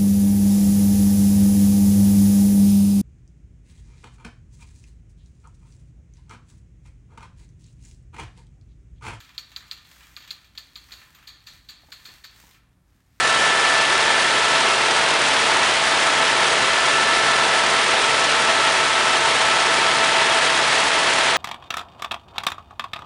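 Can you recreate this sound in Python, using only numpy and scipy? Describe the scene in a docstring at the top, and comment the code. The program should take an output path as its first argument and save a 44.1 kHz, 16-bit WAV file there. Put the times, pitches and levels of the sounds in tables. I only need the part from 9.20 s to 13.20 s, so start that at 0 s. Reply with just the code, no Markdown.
"""A manual typewriter taps out fourteen letters at an uneven pace in a hard-floored room.
Each type bar scrapes through its guide, snaps on the platen and shakes the frame and springs.
The typist gradually shields the direct snap, leaving the echoes. Levers tick between letters,
with a few dull knocks, and stiff fabric rustles, then sinks toward the room's hum and hiss."""
import sys
import numpy as np
from scipy import signal
from scipy.fft import rfft, irfft
from scipy.io import wavfile

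SR = 44100
rng = np.random.default_rng(int(sys.argv[2]) if len(sys.argv) > 2 else 0)


def master_out(mix):
    """Clip the mix to full scale and print it as 16-bit PCM to the path in sys.argv[1]."""
    frames = np.transpose(np.atleast_2d(mix))
    ceiling = np.clip(frames, -1, 1)
    pcm = np.round(ceiling * 32767).astype(np.int16)
    wavfile.write(sys.argv[1], SR, pcm)


N = 176400

# The still room's noise. Each row: frequency in Hz, relative level in dB.
AIR_TONE = [(15, -42), (28, -12.5), (42, -5.5), (80, -5.5), (105, -10), (180, -11), (205, -18), (285, -16),
            (440, -28), (720, -28.5), (1700, -33), (2600, -44.5), (5000, -44.5), (10000, -42), (16000, -50)]
# The room's hum. Each row: pitch in Hz, level in dB.
HUM_PARTIALS = [(57.5, -65), (118.5, -71.5)]
# The room's reverb. Each row: frequency in Hz, time to fall 60 dB in seconds.
ROOM_DECAY = [(300, 0.74), (1200, .7), (2200, 0.63), (4300, 0.51), (7000, 0.38), (14000, 0.13)]
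# The fader ride of the fabric. Each row: time in seconds, level in dB.
RUSTLE_RIDE = [(0, -57.5), (.13, -64), (.3, -62), (.46, -61.5), (.62, -64.5), (.71, -55.5), (0.849, -56),
               (.94, -57.5), (1.03, -65), (1.17, -60), (1.32, -68.5), (1.45, -61), (1.53, -62.5),
               (1.66, -59), (1.78, -55.5), (1.91, -60.5), (2.0, -61.5), (2.22, -66.5), (2.35, -55.5),
               (2.43, -65.5), (2.57, -66), (2.68, -61.5), (2.79, -57), (2.97, -55.5), (3.08, -65.5),
               (3.17, -55), (3.28, -56.5), (3.36, -60), (3.42, -73.5), (3.62, -78), (3.70, -70.5),
               (3.88, -70), (4.0, -65.5)]
# Soft bumps. Each row: start in seconds, level in dB.
KNOCK_HITS = [(.425, -61), (1.72, -62), (2.632, -55.5), (2.683, -53), (2.882, -52.5), (3.148, -59.5),
              (3.185, -64), (3.235, -55), (3.275, -59)]
# Springs flicked by a lever. Each row: start in seconds, level in dB.
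FLICK_HITS = [(.002, -61), (1.04, -61), (1.243, -66), (1.947, -55), (2.03, -65)]
# Keys pressed and levers falling back, plus two crisp fabric snaps (0.777 and 0.828 s). Each row: start in
# seconds, clunk in dB, click in dB.
LEVER_HITS = [(.002, -46, -43), (.045, -55, -50), (.090, -49, -51), (.146, -60, -51.5),
              (0.316, -49.5, -47.5), (.404, -49, -51), (0.423, -49, -61), (.477, -53, -49.5),
              (.572, -52, -47), (.648, -58, -51.5), (0.711, -52, -49.5), (0.777, -62, -57),
              (.805, -46.5, -56), (.828, -55, -50.5), (1.003, -47.5, -46.5), (1.022, -54, -45),
              (1.040, -50, -49.5), (1.075, -47.5, -42.5), (1.092, -60, -50), (1.243, -57.5, -52),
              (1.350, -54.5, -49.5), (1.686, -50.5, -54), (1.706, -47, -49), (1.812, -46, -57),
              (1.946, -48, -49.5), (1.985, -51, -57), (2.025, -51, -55), (2.212, -61.5, -61.5),
              (2.445, -68, -56), (2.59, -59, -62), (2.795, -53, -58), (2.887, -47, -54), (3.096, -52, -56),
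              (3.311, -61, -55), (3.342, -53, -56)]
# The letters. Each row: start in seconds, then the levels in dB of the direct snap, near echo,
# wall echo, metal rattle, frame and room tail, then the bar's ring in Hz.
KEYSTROKES = [(.1800, -15.5, -23, -44, -34.5, -41.5, -43.5, 4430),
              (0.363, -17.5, -23.5, -44, -37.5, -41, -46.5, 4000),
              (0.513, -16.5, -24.5, -37.5, -34, -41, -44, 4200),
              (.9658, -23, -45, -42, -42, -40, -49, 3475),
              (1.1067, -19.5, -19.5, -42, -33.5, -44, -46, 4150),
              (1.3770, -21.5, -20.5, -34, -36.5, -45, -45, 4330),
              (1.557, -26.5, -24, -33, -42, -45.5, -46.5, 4200),
              (1.7198, -30, -29, -30.5, -40.5, -41.5, -45, 4420),
              (2.0736, -32, -39, -31, -39.5, -46.5, -44, 4340),
              (2.2680, -41, -31, -38, -41, -43.5, -44, 4307),
              (2.4889, -30, -35, -40, -38.5, -46.5, -44, 4335),
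              (2.7200, -30.5, -40, -41.5, -37.5, -39.5, -45, 4300),
              (2.8531, -38, -52, -36, -39, -43, -45, 4390),
              (3.0399, -39, -45.5, -42, -38, -40.5, -46, 4470)]
# The machine's resonances. Each row: frequency in Hz, width in Hz, boost in dB.
MACHINE_MODES = [(1016, 25, 7), (1205, 23, 6.5), (1314, 20, 7), (1426, 15, 3.5), (1772, 54, 8),
                 (2410, 66, 7.5), (2710, 23, 8.5), (3300, 60, 6.5), (3556, 25, -1), (5380, 51, 5.5),
                 (7060, 43, 3)]
# EQ curves, one for each layer. Each row: frequency in Hz, relative level in dB.
FABRIC_TONE = [(100, 1.5), (500, -6.5), (1000, -1), (1800, 4.5), (3000, 0), (4500, -1.5), (7000, -2),
               (9000, -5.5), (10500, -10), (13000, -5), (16000, -7)]
KNOCK_TONE = [(80, -2), (280, 0.5), (550, -6.5), (900, -0.5), (1400, -18), (3000, -22), (16000, -65)]
SPRING_TONE = [(100, -49.5), (5500, -32), (6900, -4), (8000, -25), (12200, -29), (13700, 1), (14600, -4.5),
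               (16000, -27)]
CLUNK_TONE = [(100, -24), (600, -14), (1150, 0.5), (1900, 0.5), (2600, -2), (3300, -5), (5300, -19),
              (16000, -40)]
CLICK_TONE = [(100, -34.5), (1200, -13), (2700, -4), (3400, 1), (4400, 0), (5300, -10), (7000, -7.5),
              (10500, -27.5), (13700, -10), (16000, -21)]
TAIL_TONE = [(100, -20), (600, -16.5), (900, -13.5), (1250, -9), (2000, -5), (2900, -8), (3500, 0),
             (4550, 5), (5200, -14.5), (7000, -9.5), (8300, -17), (10800, -30.5), (13700, -8.5),
             (16000, -37.5)]
FRAME_TONE = [(100, -30), (500, -15.5), (850, -15), (1200, 1.5), (1800, 1.5), (2500, -0.5), (3200, -9.5),
              (5000, -9), (16000, -39.5)]
RATTLE_TONE = [(200, -35), (1500, -23.5), (2900, -10.5), (3400, -6.5), (4200, 1), (4700, 1.5), (5200, -20),
               (6000, -16), (7000, -10), (8200, -21.5), (10500, -30.5), (12300, -28.5), (13700, -18),
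               (15000, -29), (16000, -21)]
SNAP_TONE = [(100, -49.5), (800, -52), (1500, -41.5), (2100, -18.5), (2900, -16), (3400, -6.5), (4400, -1),
             (4850, -6.5), (5300, -23.5), (6800, -32), (8000, -32.5), (11000, -44.5), (16000, -34)]

FULL_RUSTLE_DB = -56  # the ride's level in a quick movement
SPRING_RISE_S, SPRING_T60_S = 0.003, 0.14


def amp(db):
    """Decibels to gain."""
    return 10 ** (np.asarray(db) / 20)


def unit(x):
    """Scales to rms 1."""
    return x / np.sqrt(np.mean(x ** 2) + 1e-20)


def curve_at(curve, hz):
    """Reads a curve on a log-frequency axis."""
    freqs, values = np.transpose(curve)
    return np.interp(np.log(hz + 1), np.log(freqs + 1), values)


def add(mix, start_s, sound):
    """Drops a sound into the mix at its cue."""
    part = mix[max(round(start_s * SR), 0):][:len(sound)]
    part += sound[:len(part)]


def impulse(tone, modes=(), size=8192):
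    """A minimum-phase click of energy 1 with this EQ curve and these resonances."""
    hz = abs(np.fft.fftfreq(size, 1 / SR))
    peaks_db = sum(boost / (1 + (2 * (hz - f) / width) ** 2) for f, width, boost in modes)
    log_gain = np.log(amp(curve_at(tone, hz) + peaks_db))
    spectrum = np.exp(np.conj(signal.hilbert(log_gain)))
    click = np.fft.ifft(spectrum).real[:size // 2]
    return click / np.linalg.norm(click)


def equalise(x, tone, modes=()):
    """Plays a track through an EQ curve and resonances."""
    return signal.fftconvolve(x, impulse(tone, modes))[:N]


def bursts(hits, rise_s, t60_s):
    """A track of fast-swelling, decaying noise bursts, one for each (start in seconds, dB)."""
    out, t = np.zeros(N), np.arange(SR // 2) / SR
    envelope = np.minimum(t / rise_s, 1) * np.exp(-np.log(1000) * t / t60_s)
    for start, db in hits:
        add(out, start, amp(db) * envelope * rng.choice([-1., 1.], len(t)))
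    return out


def room_tails(hits, rise_s=0.014):
    """A track of reverb tails, one for each (start in seconds, dB); the treble dies first."""
    out, t = np.zeros(N), np.arange(SR) / SR
    for start, db in hits:
        hz, age, bands = signal.stft(rng.standard_normal(SR), SR, nperseg=256)
        decay = np.exp(-np.log(1000) * age / curve_at(ROOM_DECAY, hz)[:, None])
        tail = signal.istft(bands * decay, SR, nperseg=256)[1][:SR]
        add(out, start, tail * np.minimum(t / rise_s, 1) * amp(db))
    return out


def shaped_noise(gains):
    """Noise of rms 1 with this spectrum."""
    return unit(irfft(rfft(rng.standard_normal(N)) * gains, N))


def room_tone(air_db=-62, waver_depth=0.55, waver_hz=7.1):
    """The bed: low rumble, faint hiss and a hum that wavers in level and phase."""
    hz, t = np.fft.rfftfreq(N, 1 / SR), np.arange(N) / SR
    out = amp(air_db) * shaped_noise(amp(curve_at(AIR_TONE, hz)))
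    slow_band = np.exp(-(hz / waver_hz) ** 2)
    for pitch, db in HUM_PARTIALS:
        swell = waver_depth * shaped_noise(slow_band)
        drift = waver_depth * shaped_noise(slow_band)
        phase = 2 * np.pi * pitch * t
        out += amp(db) * unit((1 + swell) * np.cos(phase) + drift * np.sin(phase))
    return out


def fabric_rustle(crackles_per_s=600, spread_db=4, crackle_share=0.33, fizz_hz=6000, fizz_growth=0.24):
    """Stiff cloth slides: a hiss with tiny crackles, swelling and brightening with each movement."""
    sizes = amp(spread_db * np.minimum(rng.exponential(1, N), 5))
    crackle = unit(sizes * rng.choice([-1., 1.], N) * (rng.random(N) < crackles_per_s / SR))
    friction = np.sqrt(crackle_share) * crackle + np.sqrt(1 - crackle_share) * rng.standard_normal(N)
    level_db = np.interp(np.arange(N) / SR, *np.transpose(RUSTLE_RIDE))
    body = signal.sosfiltfilt(signal.butter(2, fizz_hz, fs=SR, output="sos"), friction)
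    # The fizz grows faster than the body as the movement quickens.
    fizz = (friction - body) * amp(fizz_growth * (level_db - FULL_RUSTLE_DB))
    return equalise((body + fizz) * amp(level_db), FABRIC_TONE)


def fabric_crinkles(folds=200, full_rate_per_s=40, max_lift_db=6):
    """Folds buckle with crisp ticks at random, densest and loudest in the quickest movements."""
    position, chance, size = rng.random((folds, 3)).T
    starts = position * N / SR
    level_db = np.interp(starts, *np.transpose(RUSTLE_RIDE))
    buckles = chance < full_rate_per_s * N / SR / folds * amp(level_db - FULL_RUSTLE_DB)
    hits = zip(starts[buckles], (level_db + max_lift_db * size)[buckles])
    return equalise(bursts(hits, rise_s=1 / SR, t60_s=0.012), FABRIC_TONE)


def knocks():
    """Soft, dull bumps without a ring."""
    return equalise(bursts(KNOCK_HITS, rise_s=0.0023, t60_s=0.13), KNOCK_TONE)


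def spring_flicks():
    """A lever flicks the springs between strokes: a thin, high ring."""
    return equalise(bursts(FLICK_HITS, SPRING_RISE_S, SPRING_T60_S), SPRING_TONE)


def levers(reverb_db=-9):
    """The linkage clatters, with two fabric snaps among the ticks: each tick layers a dull clunk and a bright
    click, with reverb."""
    out = np.zeros(N)
    starts, clunk_db, click_db = np.transpose(LEVER_HITS)
    for levels, tone in (clunk_db, CLUNK_TONE), (click_db, CLICK_TONE):
        hits = list(zip(starts, levels))
        clatter = bursts(hits, rise_s=0.0027, t60_s=0.066)
        out += equalise(clatter + amp(reverb_db) * room_tails(hits), tone, MACHINE_MODES)
    return out


def bar_modes(ring_hz):
    """One bar's ring and thin overtones, new at every stroke; rows as in MACHINE_MODES."""
    overtones_hz = rng.uniform(5283, 15070, 24)
    return [(ring_hz, 120, 5.5)] + [(hz, 56, 7) for hz in overtones_hz]


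def guide_scrapes(lead_s=0.0027, level_db=-46.5):
    """Just before it lands, each bar scrapes through the type guide."""
    hits = [(start - lead_s, level_db) for start, *_ in KEYSTROKES]
    return equalise(bursts(hits, rise_s=0.001, t60_s=0.023), CLICK_TONE, MACHINE_MODES)


def spring_shimmer(level_db=-54.5):
    """Every stroke shakes the springs into a high ring."""
    out = np.zeros(N)
    for start, *_, ring_hz in KEYSTROKES:
        shake = bursts([(0, level_db)], SPRING_RISE_S, SPRING_T60_S)[:SR // 2]
        add(out, start, equalise(shake, SPRING_TONE, bar_modes(ring_hz)))
    return out


def type_bars(near_echo_s=0.0036, wall_echo_s=0.019):
    """A bar hits the platen: a snap with two echoes, then rattling metal, ringing frame and reverb."""
    out, snap = np.zeros(N), impulse(SNAP_TONE)
    snap /= abs(snap).max()
    for start, direct_db, near_db, wall_db, rattle_db, frame_db, tail_db, ring_hz in KEYSTROKES:
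        for delay, db in (0, direct_db), (near_echo_s, near_db), (wall_echo_s, wall_db):
            add(out, start + delay, amp(db) * snap)
        modes = MACHINE_MODES + bar_modes(ring_hz)
        rattle = bursts([(0.00033, rattle_db)], rise_s=0.0019, t60_s=0.11)[:SR // 2]
        frame = bursts([(0.00011, frame_db)], rise_s=0.0046, t60_s=0.092)[:SR // 2]
        tail = room_tails([(0, tail_db)])[:SR]
        add(out, start, equalise(rattle, RATTLE_TONE, modes))
        add(out, start, equalise(frame, FRAME_TONE, MACHINE_MODES))
        add(out, start, equalise(tail, TAIL_TONE, modes))
    return out


def scene():
    """The mono mix: typewriter up front, knocks, fabric and room tone behind."""
    typewriter = type_bars() + guide_scrapes() + spring_shimmer() + levers() + spring_flicks()
    background = knocks() + fabric_rustle() + fabric_crinkles() + room_tone()
    return (typewriter + background)[None]


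def record(dry, low_cut_hz=32.5, high_cut_hz=16100):
    """Trims the deepest rumble and the very top of the treble."""
    low_cut = signal.butter(6, low_cut_hz, "high", fs=SR, output="sos")
    high_cut = signal.firwin(511, high_cut_hz, window=("kaiser", 9), fs=SR)
    return signal.oaconvolve(signal.sosfilt(low_cut, dry), high_cut[None], "same")


dry = scene()
out = record(dry)
master_out(out)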